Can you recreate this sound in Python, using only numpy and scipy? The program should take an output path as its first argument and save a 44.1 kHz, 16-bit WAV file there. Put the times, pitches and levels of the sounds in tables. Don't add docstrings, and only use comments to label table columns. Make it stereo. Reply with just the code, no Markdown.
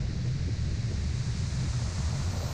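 import sys
import numpy as np
from scipy import signal
from scipy.fft import rfft, irfft
from scipy.io import wavfile
from scipy.ndimage import uniform_filter1d, minimum_filter1d

SR = 44100
rng = np.random.default_rng(int(sys.argv[2]) if len(sys.argv) > 2 else 0)


def waveform_to_disk(signal):
    frames = np.transpose(np.atleast_2d(signal))
    scaled = np.clip(frames, -1, 1) * 32767
    samples = np.round(scaled).astype(np.int16)
    wavfile.write(sys.argv[1], SR, samples)


N = 111573

# pitch_hz, relative_level_db
BUFFET_SPECTRUM = [(10, -20), (19, 1.5), (33, -17.5), (48, -3), (64, -2), (95, -0.1), (125, -6),
                   (150, -5.5), (175, -9), (215, -13.5), (260, -18.5), (310, -20.5), (400, -23.5),
                   (700, -31.5), (1200, -45), (3000, -86)]
# pitch_hz, width_hz, level_db before the swing, share of the swing
HOUSING_RESONANCES = [(72, 36, -38, 0.3), (126, 45, -38.5, 0.75), (202.3, 53, -50, 0.67)]
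# time_s, swing_db
BOOM_SWING = [(0, 8.5), (.15, -11), (.3, 2), (.55, -6.5), (.8, 7), (1.0, -6), (1.25, 1.5), (1.5, -1),
              (1.78, 6), (1.93, -19), (2.04, 3.5), (2.18, 4.5), (2.33, -7.5), (2.53, -5)]
# middle_s, length_s, pitch_hz, level_db
BOOM_SWELLS = [(0.017, 0.073, 50.8, -31.5), (0.065, 0.049, 115.1, -34.5), (0.17, 0.055, 74.6, -32.5),
               (0.214, 0.036, 116.2, -30), (.29, 0.08, 126, -29), (0.354, 0.059, 137, -30.5),
               (0.423, 0.029, 117.8, -27.5), (0.46, 0.073, 79.5, -33.5), (0.523, 0.024, 120, -27),
               (0.631, 0.045, 122, -32.5), (.67, 0.083, 80, -32), (0.786, 0.091, 117.4, -31),
               (0.935, 0.036, 111.6, -30.5), (1.012, 0.11, 74.8, -30), (1.202, 0.031, 130.5, -27),
               (1.309, 0.046, 120.4, -28), (1.42, 0.066, 134, -33.5), (1.433, 0.03, 76.9, -31),
               (1.607, 0.076, 129, -29.5), (1.68, 0.06, 65.3, -35), (1.785, 0.075, 120, -28.5),
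               (1.856, .045, 67.5, -32), (2.008, 0.026, 129.9, -26.5), (2.06, 0.053, 72, -30.5),
               (2.166, 0.045, 129.7, -28), (2.306, .06, 86, -30.5), (2.445, 0.047, 128, -30.5)]
# middle_s, length_s, pitch_hz, level_db
FLAPPING_GUSTS = [(.03, 0.041, 445, -48.5), (.1, 0.026, 304, -48.5), (.265, 0.019, 377, -44.5),
                  (.49, 0.016, 299, -39.5), (.56, 0.013, 370, -49.5), (.71, 0.031, 300, -47),
                  (.92, 0.017, 365, -43), (1.63, 0.038, 270, -46.5)]
# multiple of the shaft rate, level_db before the swing, share of the swing
ENGINE_PARTIALS = [(2, -45, 0.34), (3, -43.5, 1)]
# pitch_hz, relative_level_db
SPRAY_SPECTRUM = [(400, -12.5), (900, -9), (1300, -4.5), (1900, 0), (2400, -2.5), (3150, -8), (3500, -6),
                  (3950, 0), (4300, 0), (4600, 0.5), (5100, -1.5), (6400, -2.5), (7300, -6), (8500, -13.5),
                  (10000, -25), (11500, -35), (13000, -43), (15000, -56)]
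# time_s, level_db
SPRAY_NEARNESS = [(0, -48.5), (.5, -48), (1.0, -47), (1.5, -46), (2.0, -45.5), (2.53, -46)]
# pitch_hz, relative_level_db
WASH_SPECTRUM = [(250, -19), (400, -8), (520, 3), (660, 4.5), (760, -2.5), (900, -0.5), (1150, -3),
                 (1400, -4), (1800, -19), (2400, -20.5), (3100, -16), (3700, -18), (5000, -50)]
# time_s, level_db
WASH_BUILD = [(0, -81), (.7, -71), (1.0, -56), (1.3, -55), (1.65, -49.5), (1.8, -47), (1.9, -48.5),
              (2.15, -46), (2.29, -46.5), (2.4, -48.5), (2.53, -45)]
# middle_s, length_s, pitch_hz, level_db
WATER_SURGES = [(1.97, .07, 560, -56), (2.13, 0.051, 664, -50.5), (2.22, 0.067, 850, -53),
                (2.38, 0.11, 584, -46.5), (2.48, 0.11, 548, -46)]
# pitch_hz, relative_level_db
MIST_SPECTRUM = [(10500, -42), (11500, -12), (12300, 5.5), (13800, 7), (15100, 4), (16000, -8)]
# time_s, level_db
MIST_ARRIVAL = [(0, -115), (1.7, -99), (2.0, -82), (2.25, -73.5), (2.4, -63), (2.53, -60)]

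BUFFET_DB, BUFFET_WAVER_DB, BUFFET_WAVER_HZ = -33, 0.1, 20
SWELL_WANDER, SWELL_WANDER_HZ = 0.0624, 30.3
SWELL_FLUTTER_DB, SWELL_FLUTTER_HZ = 2.5, 46
GUST_WIDTH_OCTAVES, SURGE_WIDTH_OCTAVES = 0.82, 0.74
SHAFT_HZ, SHAFT_WANDER, SHAFT_WANDER_HZ = 39.47, 0.02095, 3.22
DRONE_WAVER_DB, DRONE_WAVER_HZ = 3.5, 1.6
DROPS_PER_S, DROP_SPREAD_DB, DROP_POWER_SHARE = 12000, 1, 0.22
SPRAY_FLICKER_DB, SPRAY_FLICKER_HZ = 0.35, 42
NEAR_DB, BRIGHTEN, BRIGHTEN_HZ = -46.5, 4.2, 6140
BUBBLES_PER_S, BUBBLE_SPREAD_DB = 2400, 7.0
BUBBLE_CYCLES, BUBBLE_DB = 9.6, -5.5
WASH_FLICKER_DB, WASH_FLICKER_HZ = 0.9, 20
WASH_FULL_DB, WASH_DEEPEN, WASH_DEEPEN_HZ = -39.5, 1, 790
MIST_SIDE_DB, MIST_PAN_DB = -2, 1.5
LIMIT_HZ, LIMIT_DB, LIMIT_RELEASE_DB_PER_S, LIMIT_ATTACK_S = 505, -23, 103, 0.0046
EASE_IN_S, CUTOFF_HZ = 0.004, 15300


def wind():
    rumble = colour(rng.standard_normal(N), BUFFET_SPECTRUM)
    out = from_db(BUFFET_DB + BUFFET_WAVER_DB * drift(BUFFET_WAVER_HZ)) * rumble
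    swing_db = in_time(BOOM_SWING)
    for hz, width, db, share in HOUSING_RESONANCES:
        boom = rms_one(band_pass(rng.standard_normal(N + SR), hz - width / 2, hz + width / 2)[SR:])
        out = out + from_db(db + share * swing_db) * boom
    return out


def swells():
    clock_s = np.cumsum(1 + SWELL_WANDER * drift(SWELL_WANDER_HZ)) / SR
    out = 0
    for middle_s, length_s, hz, db in BOOM_SWELLS:
        flutter = from_db(SWELL_FLUTTER_DB * drift(SWELL_FLUTTER_HZ))
        tone = np.sin(2 * np.pi * (hz * clock_s + rng.random()))
        out = out + from_db(db) * bump(middle_s, length_s) * rms_one(flutter * tone)
    return out


def gusts():
    return rushes(FLAPPING_GUSTS, GUST_WIDTH_OCTAVES)


def engine():
    turns = np.cumsum(SHAFT_HZ * (1 + SHAFT_WANDER * drift(SHAFT_WANDER_HZ))) / SR
    swing_db = in_time(BOOM_SWING)
    out = 0
    for multiple, db, share in ENGINE_PARTIALS:
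        partial = rms_one(np.sin(2 * np.pi * (round(multiple) * turns + rng.random())))
        waver_db = DRONE_WAVER_DB * drift(DRONE_WAVER_HZ)
        out = out + from_db(db + share * swing_db + waver_db) * partial
    return out


def spray():
    level_db = in_time(SPRAY_NEARNESS)
    drops = np.sqrt(DROP_POWER_SHARE) * rms_one(impacts(DROPS_PER_S, DROP_SPREAD_DB))
    merged = np.sqrt(1 - DROP_POWER_SHARE) * rng.standard_normal(N)
    hiss = flicker(colour(drops + merged, SPRAY_SPECTRUM), SPRAY_FLICKER_DB, SPRAY_FLICKER_HZ)
    low, high = split(hiss, BRIGHTEN_HZ)
    return from_db(level_db) * (low + high * from_db(BRIGHTEN * (level_db - NEAR_DB)))


def wash():
    level_db = in_time(WASH_BUILD)
    pitches_hz = np.geomspace(400, 1700, 20)
    births = impacts(BUBBLES_PER_S, BUBBLE_SPREAD_DB)
    dealt = rng.integers(0, len(pitches_hz), N)
    bubbles = 0
    for k, hz in enumerate(pitches_hz):
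        bubbles = bubbles + ring(births * (dealt == k), hz, BUBBLE_CYCLES / hz)
    churn = flicker(colour(rng.standard_normal(N), WASH_SPECTRUM), WASH_FLICKER_DB, WASH_FLICKER_HZ)
    low, high = split(churn + from_db(BUBBLE_DB) * rms_one(bubbles), WASH_DEEPEN_HZ)
    return from_db(level_db) * (high + low * from_db(WASH_DEEPEN * (level_db - WASH_FULL_DB)))


def surges():
    return rushes(WATER_SURGES, SURGE_WIDTH_OCTAVES)


def mist():
    middle = colour(rng.standard_normal(N), MIST_SPECTRUM)
    side = colour(rng.standard_normal(N), MIST_SPECTRUM)
    sides = np.array([[-1], [1]])
    level = from_db(in_time(MIST_ARRIVAL) + MIST_PAN_DB * sides)
    return level * (middle + from_db(MIST_SIDE_DB) * sides * side)


def rushes(rows, octaves):
    out = 0
    for middle_s, length_s, hz, db in rows:
        noise = band_pass(rng.standard_normal(N), hz * 2 ** (-octaves / 2), hz * 2 ** (octaves / 2))
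        out = out + from_db(db) * bump(middle_s, length_s) * rms_one(noise)
    return out


def bump(middle_s, length_s):
    return 2 ** (-2 * ((np.arange(N) / SR - middle_s) / length_s) ** 2)


def impacts(per_s, spread_db):
    sizes = from_db(spread_db * np.minimum(rng.exponential(1, N), 5)) * rng.choice([-1, 1], N)
    return sizes * (rng.random(N) < per_s / SR)


def ring(clicks, hz, t60_s):
    decay = from_db(-60 / (t60_s * SR))
    turn = 2 * np.pi * hz / SR
    return signal.lfilter([0, np.sin(turn)], [1, -2 * decay * np.cos(turn), decay ** 2], clicks + 1e-18)


def flicker(x, depth_db, rate_hz):
    out, together = 0, drift(rate_hz / 2)
    for hz in 400 * 2 ** np.arange(7):
        band, x = split(x, hz)
        out = out + band * from_db(depth_db * (drift(rate_hz) + 0.5 * together))
    return out


def drift(rate_hz):
    bins_hz = np.fft.rfftfreq(N, 1 / SR)
    return rms_one(irfft(rfft(rng.standard_normal(N)) / (1 + (bins_hz / rate_hz) ** 2), N))


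def colour(x, spectrum):
    hz, db = np.transpose(spectrum)
    bins_hz = np.maximum(np.fft.rfftfreq(N, 1 / SR), 1)
    gain_db = np.interp(np.log(bins_hz), np.log(hz), db)
    return rms_one(irfft(rfft(x) * from_db(gain_db), N))


def split(x, hz):
    bins_hz = np.fft.rfftfreq(N, 1 / SR)
    low = irfft(rfft(x) / (1 + (bins_hz / hz) ** 6), N)
    return low, x - low


def band_pass(x, low_hz, high_hz):
    return signal.sosfilt(signal.butter(2, [low_hz, high_hz], "band", fs=SR, output="sos"), x)


def in_time(rows):
    return np.interp(np.arange(N) / SR, *np.transpose(rows))


def rms_one(x):
    return x / np.sqrt(np.mean(x ** 2) + 1e-20)


def from_db(db):
    return 10 ** (np.asarray(db) / 20)


def scene():
    air = wind() + swells() + gusts()
    water = spray() + wash() + surges() + mist()
    return air + water + engine()


def record(dry):
    time_s = np.arange(N) / SR
    bass, _ = split(dry.mean(axis=0), LIMIT_HZ)
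    over_db = np.maximum(20 * np.log10(np.abs(bass) + 1e-9) - LIMIT_DB, 0)
    fall_db = LIMIT_RELEASE_DB_PER_S * time_s
    released_db = fall_db - np.maximum.accumulate(over_db + fall_db)
    size = max(int(LIMIT_ATTACK_S * SR), 1)
    gain_db = uniform_filter1d(minimum_filter1d(released_db, size), size)
    limited = dry + bass * (from_db(gain_db) - 1)
    eased = limited * np.minimum(time_s / EASE_IN_S, 1)
    return signal.sosfilt(signal.ellip(12, 0.1, 90, CUTOFF_HZ, fs=SR, output="sos"), eased)


dry = scene()
out = record(dry)
waveform_to_disk(out)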